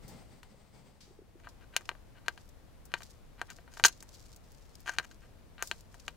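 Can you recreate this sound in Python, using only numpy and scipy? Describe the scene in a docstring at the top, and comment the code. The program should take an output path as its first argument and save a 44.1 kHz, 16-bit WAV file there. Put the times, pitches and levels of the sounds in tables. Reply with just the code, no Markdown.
"""In a quiet room, just above a wooden bench, rotary punch pliers bite holes in a cloth pouch's hem.
Each bite and release is a dry snap: a blow that makes the steel ring and its loose parts rattle.
Midway the pliers clatter onto the bench, and are later dragged off it again. Between the snaps
the jaws scrape, threads rustle as they slip, and the hands bump softly. A sleeve brushes the wood
at the start, and a low rumble with a faint hiss lies under it all."""
import sys
import numpy as np
from scipy import signal
from scipy.fft import rfft, irfft
from scipy.io import wavfile

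SR = 44100
rng = np.random.default_rng(int(sys.argv[2]) if len(sys.argv) > 2 else 0)


def wav_record(signal):
    """Record a signal, one row per channel, as 16-bit PCM in the file named by sys.argv[1]."""
    frames = np.transpose(np.atleast_2d(signal))
    bounded = np.clip(frames, -1, 1)
    # unit amplitude maps onto the largest positive 16-bit level
    quanta = np.round(bounded * 32767).astype(np.int16)
    wavfile.write(sys.argv[1], SR, quanta)


N = 271656
TIME = np.arange(N) / SR
SCENE_HZ = np.fft.rfftfreq(N, 1 / SR)  # the frequencies in a sound as long as the scene
BLOW_HZ = np.fft.rfftfreq(4096, 1 / SR)  # the frequencies in one short blow
HAND_SIDE_DB = 5.5  # left minus right while the pliers are held

# One row per hole: the jaws grind shut, snap through, and the cloth is pulled free. "Bite" boosts
# the sound near 3.4 kHz, "sparkle" above 6 kHz, and "ringing" the tones of loosely held steel.
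# (time [s], strength [dB], bite [dB], sparkle [dB], ringing [dB], grinding [dB], cloth pull [dB])
PUNCHES = [(1.472, -7.5, -32, -26, -10, -57.5, -85), (1.7651, 2.5, 7, 12.5, -1, -53, -70),
           (2.2829, 4, -3, -0.5, 3.5, -67, -68), (2.9397, 3.5, 0, -5, 2.5, -68, -62),
           (3.4156, 2.5, -10.5, -6.5, -1.5, -58.5, -65), (4.9855, 1.5, 3.5, 2, 7.5, -68, -71),
           (5.6249, 1.5, -6.5, 9, -3, -50.5, -64.5)]


def pliers(gain_db=-7.0):
    """Each hole is a small crunch and a snap; the other knocks are single blows."""
    # the jaws spring open, or the pliers meet the bench:
    # (time [s], strength [dB], bite [dB], sparkle [dB], ringing [dB])
    knocks = [(0.4314, -20, -3, 1, -4), (1.8093, -16.5, -14, -4, -5), (1.8914, 0.5, -2.5, -5.5, -1.5),
              (1.9149, -5.5, -11.5, -29, -24), (1.9516, -24, -14, -20, -3), (2.3768, -22, -3, -5, 1),
              (3.0061, -16, -7, -3, -10), (3.0207, -18, -5, 2, 0), (3.5024, -20.5, 0.5, 11.5, 2.5),
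              (3.5867, -17, -12, -22, -10.5), (3.678, -25.5, -8.5, -19, 0), (3.772, -15.5, -8, -13, 1),
              (3.798, -1.5, -9.5, -8, -7.5), (3.8391, 2.5, 9.5, 10, 10.5), (3.8493, 10.5, -4, 6.5, 9),
              (3.8537, -2.5, 9.5, 19.5, 19.5), (3.8614, -11, 12, 28, -1), (3.8817, -15.5, 4.5, 17.5, 1),
              (4.0261, -21.5, -6, 13, -3), (4.86, -17, -5, -15, -2), (4.878, -7.5, -5.5, -6, 8),
              (4.894, -6, -4.5, 1, 15), (4.998, -1.5, -9, -10, 0.5), (5.113, -32.5, 3, 6, 8),
              (5.5812, -25, -1.5, -10, 3), (5.7137, -2, 2.5, 0, 2), (5.9432, -16.5, -12, -0.5, -8.5),
              (6.0808, -5, 2, 1, 1)]
    snaps = [row[:5] for row in PUNCHES]
    # the top layer of the hem gives way just before the snap (same columns)
    crunches = [(start - 0.021, db - 27.5, -3, -4, -6) for start, db, *_ in PUNCHES]
    out = np.zeros((2, N))
    for start, *settings in snaps + knocks + crunches:
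        add(out, start - 8 / SR, blow(start, *settings))  # ring() begins 8 samples late
    return gain_of(gain_db) * out


def blow(start, strength_db, bite_db, sparkle_db, ringing_db):
    """One blow rings the pliers and sets their punch wheel and spring rattling."""
    # how long the rattle lasts: (frequency [Hz], time to fade by 60 dB [s])
    rattle_fade = [(300, .05), (1500, 0.075), (4000, 0.049), (7000, 0.039), (14000, 0.034)]
    # the rattle's tone against the blow's: (frequency [Hz], boost [dB])
    rattle_colour = [(200, -2), (800, 3), (1600, -10), (2800, -7), (4000, 1), (5300, 2.5), (6500, -5),
                     (8200, 2.5), (15000, 4.5)]
    on_bench = 3.83 < start < 3.9  # let go, the pliers lie further right and rattle more
    side_db = 2.5 if on_bench else HAND_SIDE_DB
    rattle_db = -6 - 0.37 * strength_db + 7 * on_bench  # rattle is a larger share of a light blow
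    rattle = paired(echoes(rattle_fade, count=4096), likeness=0.88)
    hits = filtered(rattle, rattle_db + read(rattle_colour, BLOW_HZ))
    hits[:, 0] += 1  # the blow itself, a single click
    sound = signal.fftconvolve(hits[:, :3600], ring(bite_db, sparkle_db, ringing_db), axes=1)
    return gain_of(strength_db) * panned(side_db) * sound


def ring(bite_db, sparkle_db, ringing_db):
    """How the pliers and bench answer one click: a crack, then their own tones dying away."""
    # the broad tone of the crack: (frequency [Hz], level [dB])
    crack = [(20, -53.5), (60, -29.5), (150, -23.5), (300, -29), (600, -23), (1200, -28.5), (2500, -18),
             (4000, -30), (5300, -29.5), (7000, -29), (9000, -30), (15000, -36)]
    # the tones at which pliers and bench ring: (frequency [Hz], width [Hz], boost [dB])
    body_tones = [(354, 81, 10.5), (456, 120, 5), (710, 150, 9), (942, 170, 14.5), (1142, 90, 6),
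                  (1220, 190, 13.5), (1425, 200, 12), (1579, 161, 17), (1862, 280, 12.5), (2050, 22, 5),
                  (2285, 68, 3), (2390, 140, 7.5), (2930, 660, 12), (3160, 430, 2), (4170, 1100, 15),
                  (6600, 1400, 11), (11160, 456, 3.5)]
    # tones that sing when the grip is loose: (frequency [Hz], width [Hz], share of the boost [0-1])
    loose_tones = [(1600, 470, 0.8), (5250, 3100, 0.43), (6300, 570, 0.42)]
    # how far the right channel's wave trails the left: (frequency [Hz], phase lag [radians])
    right_lag = [(6800, 0), (8500, -1.5), (12000, -2.1), (16000, -1.8)]
    colour_db = read(crack, BLOW_HZ) + peaks(body_tones, BLOW_HZ)
    colour_db -= 10 * np.log10(np.mean(gain_of(colour_db) ** 2))  # average power of one
    # harder contact reaches higher tones
    colour_db += read([(1800, 0.0013), (2600, bite_db), (4200, bite_db), (6000, sparkle_db)], BLOW_HZ)
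    colour_db += ringing_db * peaks(loose_tones, BLOW_HZ)
    # each blow lands on another spot and favours other high tones, unequally left and right
    treble = np.clip(BLOW_HZ / 4500, 0, 2)
    colour_db += treble * ripple(count=160)
    side_db = 3.5 * np.minimum(treble, 1) * ripple(count=120)
    left = struck_spectrum(colour_db + side_db)
    right = struck_spectrum(colour_db - side_db) * np.exp(-1j * read(right_lag, BLOW_HZ))
    # higher frequencies arrive a little later, which widens the crack
    delay_s = 0.00019 * BLOW_HZ / 8000
    delay = np.exp(-2j * np.pi * np.cumsum(delay_s) * BLOW_HZ[1])
    return np.roll(irfft([left * delay, right * delay]), 8, axis=1)[:, :2048]


def scrapes(squeeze_s=0.045, follow_s=0.016):
    """The jaws grind harder up to each snap and a little past it; other slides are even."""
    # steel sliding on steel or wood: (start [s], end [s], level [dB], sparkle [dB])
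    slides = [(1.394, 1.41, -65, 4), (1.605, 1.65, -62.5, -9), (2.144, 2.196, -62, -19),
              (2.946, 2.987, -53.5, -5), (3.477, 3.53, -55.5, -28), (3.699, 3.826, -64.5, 6),
              (4.857, 4.91, -44.5, 1.5), (4.884, 4.897, -37.5, -14), (4.908, 4.96, -51.5, 4),
              (5.025, 5.058, -52.5, 2.5), (5.211, 5.268, -63.5, -2.5)]
    out = np.zeros((2, N))
    for snap_time, *_, grind_db, _ in PUNCHES:
        grind = slide(squeeze_s + follow_s, swell_db=9.5, sparkle_db=-14)
        add(out, snap_time - squeeze_s, gain_of(grind_db) * grind)
    for start, end, db, sparkle_db in slides:
        add(out, start, gain_of(db) * slide(end - start, swell_db=0, sparkle_db=sparkle_db))
    return out


def slide(length_s, swell_db, sparkle_db):
    """Steel sticks and slips, and each light slip rings the same tones as a blow."""
    count = max(round(length_s * SR), 64)
    slips = tiny_slips(count=8192, per_s=3700, spread_db=3.5)
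    slips = signal.lfilter(*signal.butter(2, 650, "high", fs=SR), slips)
    pressure = signal.windows.tukey(count, 0.4) * gain_of(np.linspace(0, swell_db, count))
    slips = evened(np.resize(slips, count) * pressure)
    steel = ring(bite_db=-5, sparkle_db=sparkle_db, ringing_db=-2)
    return panned(HAND_SIDE_DB) * signal.fftconvolve(slips[None], steel, axes=1)


def cloth(rustle_db=-1, pull_wait_s=0.031, pull_s=0.13):
    """Threads slip in clumps as the pouch moves; now and then one catches and lets go."""
    # the bright tone of the cloth: (frequency [Hz], level [dB])
    colour = [(300, -24), (1500, -13.5), (3000, -6.5), (4900, 1.5), (7200, -1.5), (9500, -8.5),
              (15000, -15)]
    # the fingers turn the pouch: (start [s], length [s], relative level [dB])
    turns = [(0, 0.4, -83), (3.709, .09, -59.5), (3.909, .12, -66), (4.077, 0.25, -61.5), (4.43, 0.55, -69),
             (5.2, .08, -74.5), (5.894, 0.18, -66)]
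    # threads catch, or tear under the punch:
    # (time [s], level [dB], time to fade by 60 dB [s], tilt toward the treble [dB per octave])
    snags = [(0.08, -51, 0.15, 8), (1.006, -57, 0.38, -3.5), (1.488, -54.5, 0.077, 0),
             (1.855, -49.5, 0.03, -5.5), (2.49, -54, 0.034, 6), (2.8535, -48.5, 0.049, 10.5),
             (3.032, -42.5, 0.028, -1), (3.9256, -50.5, 0.053, -2), (4.005, -45.5, .025, -0.5),
             (4.149, -55, 0.074, -2), (4.362, -48.5, .03, 7), (4.519, -52.5, 0.027, 11),
             (4.754, -45.5, 0.018, 1.5), (4.805, -47, .03, 17), (5.634, -51, 0.45, 3),
             (5.6732, -40.5, 0.041, 5), (5.808, -50, 0.021, 5)]
    threads = np.array([tiny_slips(count=N, per_s=800, spread_db=1.0) for _ in range(2)])
    fabric = coloured(paired(threads, likeness=0.36), colour)
    pulls = [(start + pull_wait_s, pull_s, db) for start, *_, db in PUNCHES]  # cloth leaves the punch
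    motion = movements(pulls + turns, rise_s=0.012, fade_db_per_s=200)
    clumps = evened(wander(depth_db=4.5, per_s=150))
    out = gain_of(rustle_db) * motion * clumps * fabric
    t, hz = np.arange(8192) / SR, np.fft.rfftfreq(8192, 1 / SR)
    octaves = np.log2(hz.clip(1500) / 6000)
    for start, db, fade_s, tilt_db in snags:
        fibres = paired(rng.standard_normal((2, len(t))), likeness=0.15)
        fibres = filtered(fibres, read(colour, hz) + tilt_db * octaves)
        add(out, start, evened(fibres) * gain_of(db - 60 * t / fade_s))
    return panned(side_db=2) * out


def hand_bumps(rise_s=0.0016, fade_s=0.03, gain_db=2.5):
    """Padded knocks of the hands: a soft start and a low tone that dies quickly."""
    # one row per bump: (time [s], relative level [dB], pitch [Hz])
    bumps = [(0.048, -36, 129), (0.15, -40, 126), (.175, -58, 204), (.33, -50, 188), (0.543, -50, 520),
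             (1.033, -49, 180), (1.077, -51.5, 380), (1.108, -46, 366), (1.189, -41, 404),
             (1.218, -44.5, 365), (1.355, -44, 348)]
    out, t = np.zeros((2, N)), np.arange(SR // 8) / SR
    for start, db, hz in bumps:
        loudness = (1 - np.exp(-t / rise_s)) * gain_of(db + gain_db - 60 * t / fade_s)
        add(out, start, panned(side_db=3) * loudness * np.sin(2 * np.pi * hz * t))
    return out


def sleeve():
    """Fleece rubs over wood with a dull, lumpy brushing sound."""
    # the broad tone of the rubbing: (frequency [Hz], level [dB])
    colour = [(30, -18.5), (90, -1), (200, -3.5), (330, -8), (550, -7.5), (850, -14), (1700, -20.5),
              (2150, -19), (2700, -22), (4600, -22), (6500, -26), (8500, -22), (11000, -39), (15000, -32)]
    # tones that stand out in it: (frequency [Hz], width [Hz], boost [dB])
    rub_tones = [(127, 28, 6), (204.6, 40, 7), (830, 140, 5), (2060, 160, 5), (4670, 350, 3.5)]
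    # sleeve and hand brush the bench: (start [s], length [s], level [dB])
    brushes = [(0.005, 0.13, -54), (0.302, 0.061, -66), (0.483, 0.03, -65), (0.729, 0.069, -63)]
    glide = (0.0078, 1.12, -68)  # under the brushes the forearm slides on until it comes to rest
    fibres = rng.standard_normal((2, N)) * wander(depth_db=2.6, per_s=31)
    fibres = filtered(paired(fibres, likeness=0.49), peaks(rub_tones, SCENE_HZ))
    motion = movements(brushes + [glide], rise_s=0.031, fade_db_per_s=75)
    return motion * panned(side_db=4) * coloured(fibres, colour)


def room_air(base_db=-60.5):
    """The quiet room: a low rumble under a faint hiss."""
    # the tone of the room's noise: (frequency [Hz], level [dB])
    colour = [(12, -31.5), (20, 0.5), (84, -6), (178, -13), (357, -19.5), (398, -22), (457, -19),
              (674, -22), (818, -24.5), (1170, -28), (2620, -34), (3360, -35.5), (15000, -44.5)]
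    # it dips early on, then holds steady: (time [s], level above the base [dB])
    drift = [(0, 6), (.65, -1), (1.33, 1.5), (1.45, 5), (6.16, 5)]
    # how alike left and right are: (frequency [Hz], likeness [0-1])
    likeness = [(30, 0.11), (120, 0.11), (300, 0.17), (800, 0.31), (2000, .4), (8000, 0.065)]
    noise = paired(rng.standard_normal((2, N)), read(likeness, SCENE_HZ))
    loudness = gain_of(base_db + np.interp(TIME, *np.transpose(drift)))
    return loudness * panned(side_db=3) * coloured(noise, colour)


def tiny_slips(count, per_s, spread_db):
    """A random train of tiny clicks, a few of them large."""
    size = gain_of(spread_db * np.minimum(rng.exponential(1, count), 4))
    return evened(size * rng.standard_normal(count) * (rng.random(count) < per_s / SR))


def echoes(fade_times, count):
    """Dense random echoes; each frequency fades by 60 dB in its own time."""
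    hz, t, bands = signal.stft(rng.standard_normal((2, count)), SR, nperseg=64)
    bands = bands * gain_of(-60 * t / read(fade_times, hz)[:, None])
    return evened(signal.istft(bands, SR)[1][:, :count]) / np.sqrt(count)


def movements(moves, rise_s, fade_db_per_s):
    """The loudness of a set of hand movements: each rises, holds and fades."""
    out = np.zeros(N)
    for start, length, db in moves:
        t = TIME - start
        out += np.clip(t / rise_s, 0, 1) * gain_of(db - fade_db_per_s * np.clip(t - length, 0, 1))
    return out


def wander(depth_db, per_s):
    """A gain that wanders at random."""
    return gain_of(depth_db * np.interp(TIME * per_s, np.arange(2048), rng.standard_normal(2048)))


def ripple(count):
    """Random peaks and dips from bass to treble."""
    heights = rng.standard_normal(count).clip(-1.5, 1.5)
    return np.interp(BLOW_HZ, np.linspace(0, SR / 2, count), heights)


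def peaks(tones, hz):
    """The boost in dB that a table of ringing tones gives at each frequency."""
    return sum(boost / (1 + (2 * (hz - centre) / width) ** 2) for centre, width, boost in tones)


def struck_spectrum(gain_db):
    """The spectrum of a filter with this tone that rings only after it is struck."""
    log_gain = np.log(gain_of(np.r_[gain_db, gain_db[-2:0:-1]]))
    return np.exp(np.conj(signal.hilbert(log_gain)))[:len(BLOW_HZ)]


def filtered(sound, gain_db):
    """Turns each frequency up or down."""
    return irfft(rfft(sound) * gain_of(gain_db))


def coloured(sound, colour):
    """Gives a scene-long sound the tone in a table, at an average level of one."""
    return evened(filtered(sound, read(colour, SCENE_HZ)))


def paired(sound, likeness):
    """Makes two unrelated channels partly alike."""
    left, other = rfft(sound)
    return irfft([left, likeness * left + np.sqrt(1 - likeness ** 2) * other], sound.shape[1])


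def panned(side_db):
    """Left and right gains, with the left louder by side_db."""
    return gain_of(np.array([[side_db], [-side_db]]) / 2)


def read(table, hz):
    """Reads between the rows of a frequency table, spacing octaves evenly."""
    row_hz, values = np.transpose(table)
    return np.interp(np.log(hz + 1), np.log(row_hz + 1), values)


def add(mix, start, sound):
    """Mixes a stereo sound in at a time in seconds."""
    part = mix[:, max(round(start * SR), 0):][:, :sound.shape[1]]
    part += sound[:, :part.shape[1]]


def evened(sound):
    """Scales a sound to an average (rms) level of one."""
    return sound / np.sqrt(np.mean(sound ** 2) + 1e-20)


def gain_of(db):
    """Turns decibels into a number to multiply by."""
    return 10 ** (np.asarray(db) / 20)


def scene(echo_db=-29):
    """All sources together; the pliers are close, so the room echoes them only faintly."""
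    # how long the room's echo lasts: (frequency [Hz], time to fade by 60 dB [s])
    room_fade = [(200, .25), (1500, 0.13), (6000, 0.26), (14000, .12)]
    tool = pliers() + scrapes()
    echo = signal.fftconvolve(tool, echoes(room_fade, count=16384), axes=1)[:, :N]
    return tool + gain_of(echo_db) * echo + hand_bumps() + cloth() + sleeve() + room_air()


def record(dry):
    """Cuts the very highest treble, above 15.9 kHz."""
    low_pass = signal.firwin(201, 15900, window=("kaiser", 8), fs=SR)
    return signal.oaconvolve(dry, low_pass[None], "same")


dry = scene()
out = record(dry)
wav_record(out)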